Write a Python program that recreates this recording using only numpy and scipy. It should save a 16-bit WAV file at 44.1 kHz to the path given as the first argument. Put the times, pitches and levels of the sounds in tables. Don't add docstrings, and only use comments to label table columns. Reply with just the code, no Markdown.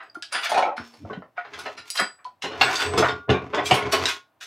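import sys
import numpy as np
from scipy import signal
from scipy.fft import rfft, irfft
from scipy.io import wavfile
from scipy.ndimage import uniform_filter1d

SR = 44100
rng = np.random.default_rng(int(sys.argv[2]) if len(sys.argv) > 2 else 0)


def pcm_store(signal):
    levels = np.round(np.clip(np.atleast_2d(signal), -1, 1) * 32767)
    wavfile.write(sys.argv[1], SR, levels.astype(np.int16).T)


N = 196774
BLOW_SIZE = 32768

# start in seconds, level in dB before the layer's gain,
# size of the part in cm, contact time in ms, rattle decay in seconds.
HANDLING_BLOWS = [(0.004, -40.5, 4.1, 0.72, 0.014), (0.025, -53, 18, 0.29, 0.03),
                  (0.147, -54, 12, 0.085, 0.0029), (0.157, -48, 6.3, 0.96, 0.0047),
                  (0.2245, -36.5, 1.83, 0.35, 0.0026), (0.326, -31.5, 7.8, 0.12, 0.0074),
                  (0.345, -23.5, 8.1, 0.26, 0.028), (0.435, -27.5, 8.4, 0.18, 0.025),
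                  (0.458, -28, 5.9, 0.25, 0.0057), (0.496, -29, 10.7, 0.11, 0.0098),
                  (0.77, -41.5, 7, 0.18, 0.0071), (0.78, -34.5, 5.4, 0.49, 0.003),
                  (0.9, -65, 12, 1.2, 0.0063), (0.94, -52, 37, 0.14, 0.01), (1.03, -36.5, 150, 3.8, 0.06),
                  (1.051, -43, 11, 1.6, 0.0056), (1.105, -34.5, 33, 0.67, 0.012),
                  (1.132, -38, 17, 0.38, 0.005), (1.172, -40, 60, 2.8, 0.0038),
                  (1.222, -45, 13.3, 0.82, 0.0017), (1.378, -37.5, 6.9, 0.46, 0.016),
                  (1.45, -42, 9.9, 0.41, 0.013), (1.538, -38.5, 6.5, 0.26, 0.0068),
                  (1.59, -37.5, 7.2, 0.11, 0.0069), (1.66, -31, 13.7, 0.35, 0.011),
                  (1.778, -40, 6, 0.18, 0.013), (1.903, -33.5, 2.3, 0.11, .0012),
                  (1.955, -33, 6.9, 0.085, 0.017), (1.974, -25.5, 4.1, 0.16, .016),
                  (1.995, -20.5, 5.6, 0.63, 0.017), (2.003, -33.5, 47, 1.26, 0.013),
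                  (2.19, -55.5, 6.2, 0.7, 0.028), (2.246, -52, 3.1, 0.22, 0.0022),
                  (2.263, -49.5, 9.5, 1.1, 0.0084)]
# start in seconds, level in dB before the layer's gain,
# contact time in ms.
CHUTE_BOUNCES = [(0.518, -21, 0.18), (0.545, -24, 0.17), (0.567, -20, 0.37), (0.578, -17.5, 0.19),
                 (0.585, -23, 0.58), (0.609, -28.5, 0.87), (0.625, -19, 0.28), (0.652, -26.5, 0.65),
                 (0.671, -25.5, 0.76), (0.713, -31.5, 0.96)]
# start in seconds, level in dB before the layer's gain,
# size of the part in cm, contact time in ms, rattle decay in seconds.
PRESS_BLOWS = [(2.423, -33, 4.4, 0.15, 0.0054), (2.44, -28.5, 32, .18, .015),
               (2.515, -33.5, 21, 0.27, 0.027), (2.613, -14, 9.9, 0.24, 0.0031),
               (2.68, -23, 6.8, 0.71, 0.048), (2.755, -28, 2.3, 0.19, 0.0033),
               (2.8, -23.5, 8.7, 0.15, 0.033), (2.966, -26.5, 45, 0.24, 0.03),
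               (2.979, -17, 31.4, .14, 0.0061), (3.025, -18, 7.8, 0.91, .009),
               (3.046, -26, 9.4, 0.28, 0.0028), (3.086, -27, 12, 0.26, 0.0058), (3.287, -20.5, 65, 1, 0.01),
               (3.294, -17, 49, .4, 0.0039), (3.302, -23.5, 37, 0.21, 0.0065),
               (3.34, -24.5, 36, 0.45, 0.025), (3.536, -25, 19, 0.46, 0.0083),
               (3.547, -29.5, 10.4, 0.19, 0.002), (3.575, -21.5, 22.4, 0.39, 0.021),
               (3.658, -29, 0.69, 0.3, 0.014), (3.711, -15.5, 21, 0.18, 0.0032),
               (3.742, -23.5, 20, 0.095, 0.011), (3.768, -24.5, 15, 0.38, 0.066),
               (3.923, -24, 5.8, 0.1, 0.01), (3.933, -19, 25, 0.23, 0.014), (4.056, -23, 3.3, 0.2, 0.0019),
               (4.085, -25.5, 5.3, 0.15, 0.013), (4.411, -42.5, 4.6, .14, 0.0067),
               (4.425, -42, 5.4, 0.12, 0.01)]
# time in seconds, level in dB before the band shares, brightness in dB per octave.
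SLIDE_CURVES = [
    [(0.33, -58, 10), (0.39, -55, 3.5), (0.45, -45, 10), (0.54, -52, 0), (0.62, -48, 2.5)],
    [(0.8, -46, -3.5), (0.88, -59, 5), (1.02, -67.5, 5.5), (1.08, -56.5, -0.5), (1.25, -68, -1)],
    [(1.45, -71.5, -3), (1.55, -44, 0.1), (1.74, -48.5, 2), (1.8, -70, -7), (1.88, -51.5, 6.5)],
    [(2.44, -70, -1.5), (2.59, -37.5, -0.6), (2.67, -27.5, 0.5), (2.79, -35, 4), (2.88, -36.5, -0.7),
     (2.96, -34.5, -4), (3.07, -26.5, 0), (3.12, -47, -4.5), (3.2, -55, -3.5)],
    [(3.42, -47.5, -5), (3.49, -50, -4), (3.6, -44.5, -2), (3.72, -32.5, 0.5), (3.88, -36, -3),
     (3.93, -43, 1), (4.02, -25.5, 0), (4.08, -29.5, 2.5), (4.14, -44, 2.5)],
]
# time in seconds, level in dB.
SQUEAL_CURVE = [(2.62, -51), (2.65, -36), (2.72, -59), (2.84, -43), (2.89, -44), (2.95, -48), (2.98, -58)]
GROAN_CURVE = [(2.8, -63), (2.86, -33.5), (2.94, -32.5), (2.98, -23)]
# time in seconds, level in dB.
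HUM_CURVE = [(3.03, -32), (3.07, -29), (3.16, -39.5), (3.27, -50.5), (3.36, -74)]

# frequency in Hz, width in Hz, level in dB over the dense modes.
FRAME_RESONANCES = [(90.2, 11, 7), (129.2, 7.1, 10), (193.2, 21, 1.5), (266, 5.7, 0.5), (346.5, 36, -9),
                    (426.4, 31, 6.5), (749, 100, -6.5), (991, 44, -32), (1012, 37, -13), (1086, 8.4, 7),
                    (1330, 9.9, -3.5), (1440, 8, 6.5), (1522, 18, 3), (1800, 170, -9), (2121, 39, -7.5),
                    (2616, 70, -12), (3000, 48, -13.5), (3485, 210, -3.5), (3960, 170, -20.5),
                    (4500, 61, -13.5), (5320, 53, -8.5), (8040, 18, -0.5), (14500, 260, -1.5)]
CHUTE_RESONANCES = [(576, 70, 5.8), (755, 153, 12), (850, 14, 11), (865, 27, 14), (1058, 33, 1.3),
                    (1302, 28, 11), (2390, 85, 1)]
SMALL_PART_RESONANCES = [(318, 42, -26), (706, 105, -1.5), (1060, 40, -32), (1335, 91, -9.5), (1470, 51, 3),
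                         (1783, 94, -2.5), (1950, 50, -19.5), (3320, 120, -32), (4200, 240, -9),
                         (4965, 270, 2.5), (9950, 590, 6.5)]

# frequency in Hz, level in dB over the strike, time to fall 60 dB in seconds.
CASE_MODES = [(4838, 1, .21), (5572, -14, .15), (6756, -8, .05), (7908, -5.5, .36), (9885, -2, .08),
              (12420, -18, .1)]
BENCH_MODES = [(128.5, 0.5, 0.15), (192.3, -6.5, 0.17), (338, -1, 0.069)]
HOLLOW_MODES = [(707, -1.5, 0.15), (1280, -3, 0.13), (1446, -1.5, 0.15), (2260, -0.5, 0.038)]
# start in seconds, level in dB before the layer's gain.
CASE_STRIKES = [(0.03, -64), (1.903, -33), (1.997, -25.5)]
END_STOPS = [(3.296, -13), (3.717, -14.5)]
HOLLOW_KNOCKS = [(1.378, -23.5)]
# start in seconds, frequency in Hz,
# level in dB before the layer's gain, time to fall 60 dB in seconds.
LOOSE_PINGS = [(0.098, 4790, -35.5, 0.032), (0.153, 1397, -28, 0.16), (0.169, 323, -31.5, 0.073),
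               (0.228, 1654, -31.5, 0.088), (0.327, 9380, -29.5, 0.3), (0.773, 5380, -50, 0.74),
               (0.778, 235, -38.5, 0.58), (1.098, 1107, -28.5, 0.12), (1.17, 183, -27, 0.12),
               (1.78, 1395, -42.5, 0.61), (2.251, 999, -26, 0.126), (2.615, 14550, -37, 0.2),
               (2.98, 14100, -43, 0.2), (3.046, 1155, -27, 0.49), (3.086, 3644, -25, 0.15),
               (3.087, 3470, -30.5, .11), (3.31, 1146, -27.5, 0.46), (3.577, 1940, -25, 0.24),
               (3.66, 3240, -25, 0.13), (3.711, 746, -14, 0.18), (3.738, 5480, -33, 0.27)]

# frequency in Hz, time to fall 60 dB in seconds.
ROOM_DECAY = [(100, 0.1), (500, 0.2), (1500, 0.2), (4000, 0.21), (11000, 0.16)]
# frequency in Hz, relative level in dB per Hz.
AIR_COLOUR = [(24, -53), (40, -1.5), (113, 9.5), (206, 1.5), (321, 7.5), (478, -0.5), (643, 8.5),
              (7130, -22), (15000, -19.5)]
SCRAPE_EDGES_HZ = [70, 250, 900, 2500, 6500, 15000]
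SCRAPE_SHARES_DB = [-8.5, -1, -3, -8.5, -24.5]

RING_HZ_CM, SMALL_SLOPE_DB, SOFT_SLOPE_DB, TILT_DB = 9130, 16, 16.5, 5.5
FAR_KNEE, FAR_SLOPE_DB = 2.48, 10
RUN_UP_SHARE = 0.33
TYPICAL_RATTLE_S = 0.0063
SHIELDED_DB = 0.9
LEVEL_S = 0.05


def amp(db):
    return 10 ** (np.asarray(db) / 20)


def unit(x):
    return x / np.sqrt(np.mean(x ** 2) + 1e-20)


def log_interp(size, hz, values):
    bins_hz = np.fft.rfftfreq(size, 1 / SR)
    return np.interp(np.log(bins_hz + 1), np.log(hz), values)


def add(out, s, x):
    start = int(s * SR)
    x, start = x[max(-start, 0):], max(start, 0)
    out[start:start + len(x)] += x[:max(len(out) - start, 0)]


def air(level_db=-68.5):
    hz, db = np.transpose(AIR_COLOUR)
    noise = rfft(rng.standard_normal(N))
    return amp(level_db) * unit(irfft(noise * amp(log_interp(N, hz, db)), N))


def echoes(build_s=0.00096):
    t = np.arange(BLOW_SIZE) / SR
    hz, t60 = np.transpose(ROOM_DECAY)
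    noise = rfft(rng.standard_normal(BLOW_SIZE))
    tail = np.zeros(BLOW_SIZE)
    for share, decay in zip(np.eye(len(hz)), t60):
        part = irfft(noise * log_interp(BLOW_SIZE, hz, share))
        tail += part * np.exp(-np.log(1000) * t / decay)
    tail = tail * (1 - np.exp(-t / build_s))
    return tail / np.linalg.norm(tail)


def with_room(x, wet_db):
    return x + amp(wet_db) * signal.fftconvolve(x, echoes())[:N]


def grains(size, rate, scatter_db):
    hardness = amp(scatter_db * np.minimum(rng.exponential(size=size), 4))
    return (rng.random(size) < rate / SR) * rng.choice([-1, 1], size) * hardness


def body(modes, size, bed_hz=150):
    f = np.fft.rfftfreq(size, 1 / SR)
    bed = (1j * f / (bed_hz + 1j * f)) ** 2
    return bed + sum(amp(db) / (1 + 2j * (f - hz) / width) for hz, width, db in modes)


def loose_part(count=7, ring_db=7, width_hz=90, lo_hz=2200, hi_hz=14500):
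    f = np.fft.rfftfreq(BLOW_SIZE, 1 / SR)
    pitches = lo_hz + (hi_hz - lo_hz) * rng.random(count)
    return 1 + sum(amp(ring_db) / (1 + 2j * (f - hz) / width_hz) for hz in pitches)


def roll_off(ratio, slope_db):
    return -10 * np.log10(1 + 10 ** (slope_db * np.log2(ratio) / 10))


def contact_colour(size_cm, contact_ms):
    f = np.maximum(np.fft.rfftfreq(BLOW_SIZE, 1 / SR), 20)
    cycles = f * contact_ms / 1000
    bass = roll_off(RING_HZ_CM / size_cm / f, SMALL_SLOPE_DB)
    treble = roll_off(cycles, SOFT_SLOPE_DB) + roll_off(cycles / FAR_KNEE, FAR_SLOPE_DB)
    return bass + treble - TILT_DB * np.log2(f / f[0])


def causal(db):
    cepstrum = irfft(db * np.log(10) / 20)
    half = len(cepstrum) // 2
    cepstrum[1:half] *= 2
    cepstrum[half + 1:] = 0
    return np.exp(rfft(cepstrum))


def blows(table, modes, gain_db, chatter_db, wet_db, lead_s=0.06):
    out, t = np.zeros(N), np.arange(BLOW_SIZE) / SR
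    ring = body(modes, BLOW_SIZE)
    ending = np.clip(2 - 2 * t / t[-1], 0, 1) ** 2
    for s, db, size_cm, contact_ms, rattle_s in table:
        swell = np.exp(np.minimum((t - lead_s) / RUN_UP_SHARE, lead_s - t) / rattle_s)
        chatter = grains(BLOW_SIZE, rate=2500, scatter_db=4) * swell
        chatter = chatter / (np.linalg.norm(chatter) + 1e-9)
        force = amp(chatter_db) * np.sqrt(rattle_s / TYPICAL_RATTLE_S) * chatter
        force[int(lead_s * SR)] += 1
        room_db = wet_db + SHIELDED_DB * np.log2(rattle_s / TYPICAL_RATTLE_S)
        spectrum = rfft(force) * ring * loose_part()
        spectrum = spectrum * (1 + amp(room_db) * rfft(echoes()))
        sound = ending * irfft(spectrum * causal(contact_colour(size_cm, contact_ms)))
        loudness = amp(db) * np.sqrt(LEVEL_S * SR)
        add(out, s - lead_s, loudness * sound / np.linalg.norm(sound))
    return out * amp(gain_db)


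def handling():
    return blows(HANDLING_BLOWS, SMALL_PART_RESONANCES, gain_db=-1, chatter_db=11.5, wet_db=2.5)


def note(hz, db, t60, twin_db=-13, split_hz=23):
    t = np.arange(BLOW_SIZE) / SR
    twin_hz = hz + min(split_hz, 0.0079 * hz)
    pair = np.sin(2 * np.pi * hz * t) + amp(twin_db) * np.sin(2 * np.pi * twin_hz * t)
    onset = 1 - np.exp(-t / 0.0014)
    return amp(db) * pair * np.exp(-np.log(1000) * t / t60) * onset


def ringing(wet_db=-9, gain_db=-2):
    out = np.zeros(N)
    struck = (CASE_MODES, CASE_STRIKES), (BENCH_MODES, END_STOPS), (HOLLOW_MODES, HOLLOW_KNOCKS)
    for modes, strikes in struck:
        for s, strike_db in strikes:
            add(out, s, sum(note(hz, db + strike_db, t60) for hz, db, t60 in modes))
    for s, hz, db, t60 in LOOSE_PINGS:
        add(out, s, note(hz, db, t60))
    return amp(gain_db) * with_room(out, wet_db)


def curve(rows, start_s=0.01, fade_s=0.029):
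    rows, t = np.array(rows), np.arange(N) / SR
    start = np.clip((t - rows[0, 0]) / start_s + 1, 0, 1)
    fade = np.exp(-np.maximum(t - rows[-1, 0], 0) / fade_s)
    return start * fade * amp(np.interp(t, rows[:, 0], rows[:, 1]))


def band(x, lo_hz, hi_hz):
    sos = signal.butter(4, [lo_hz, min(hi_hz, .45 * SR)], "band", fs=SR, output="sos")
    return signal.sosfilt(sos, x)


def catches(rate=45, depth_db=3.0):
    steps = np.arange(N) / SR * rate
    return amp(depth_db * np.interp(steps, np.arange(N), rng.standard_normal(N)))


def sliding(dull_hz=8000, pivot_hz=1460):
    slips = with_room(grains(N, rate=800, scatter_db=4.5) * catches(), wet_db=0)
    dulling = (1 + 1j * np.fft.rfftfreq(N, 1 / SR) / dull_hz) ** 2
    scrape = irfft(rfft(slips) * body(FRAME_RESONANCES, N) / dulling, N)
    out = np.zeros(N)
    for share_db, lo, hi in zip(SCRAPE_SHARES_DB, SCRAPE_EDGES_HZ, SCRAPE_EDGES_HZ[1:]):
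        octaves = np.log2(np.sqrt(lo * hi) / pivot_hz)
        pressure = sum(curve([(s, db + bright * octaves) for s, db, bright in rows]) for rows in SLIDE_CURVES)
        out += amp(share_db) * pressure * unit(band(scrape, lo, hi))
    return out


def chute():
    bounces = [(s, db, 12.1, contact_ms, 0.0045) for s, db, contact_ms in CHUTE_BOUNCES]
    return blows(bounces, CHUTE_RESONANCES, gain_db=-2, chatter_db=2.5, wet_db=5.5)


def clanks():
    return blows(PRESS_BLOWS, FRAME_RESONANCES, gain_db=-0.5, chatter_db=8, wet_db=5.0)


def singing(rows, hz, waver_hz):
    waver = unit(uniform_filter1d(rng.standard_normal(N), size=300))
    phase = 2 * np.pi * np.cumsum(hz + waver_hz * waver) / SR
    return curve(rows) * unit(np.sin(phase))


def dry_ram():
    return singing(SQUEAL_CURVE, 8043, waver_hz=8.2) + singing(GROAN_CURVE, 423, waver_hz=14)


def frame_hum():
    return singing(HUM_CURVE, 1421, waver_hz=10)


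def scene(side_db=-37, air_side_db=-12):
    mid = air() + handling() + ringing() + sliding() + chute() + clanks() + dry_ram() + frame_hum()
    room_side = amp(side_db) * signal.fftconvolve(mid, echoes())[:N]
    side = room_side + amp(air_side_db) * air()
    return np.array([mid + side, mid - side])


def record(dry, low_hz=76, ceiling=0.82, top_hz=15800):
    thin = signal.sosfilt(signal.butter(7, low_hz, "high", fs=SR, output="sos"), dry)
    rounded = thin / (1 + (thin / ceiling) ** 6) ** (1 / 6)
    return signal.sosfilt(signal.ellip(10, .2, 80, top_hz, fs=SR, output="sos"), rounded)


dry = scene()
out = record(dry)
pcm_store(out)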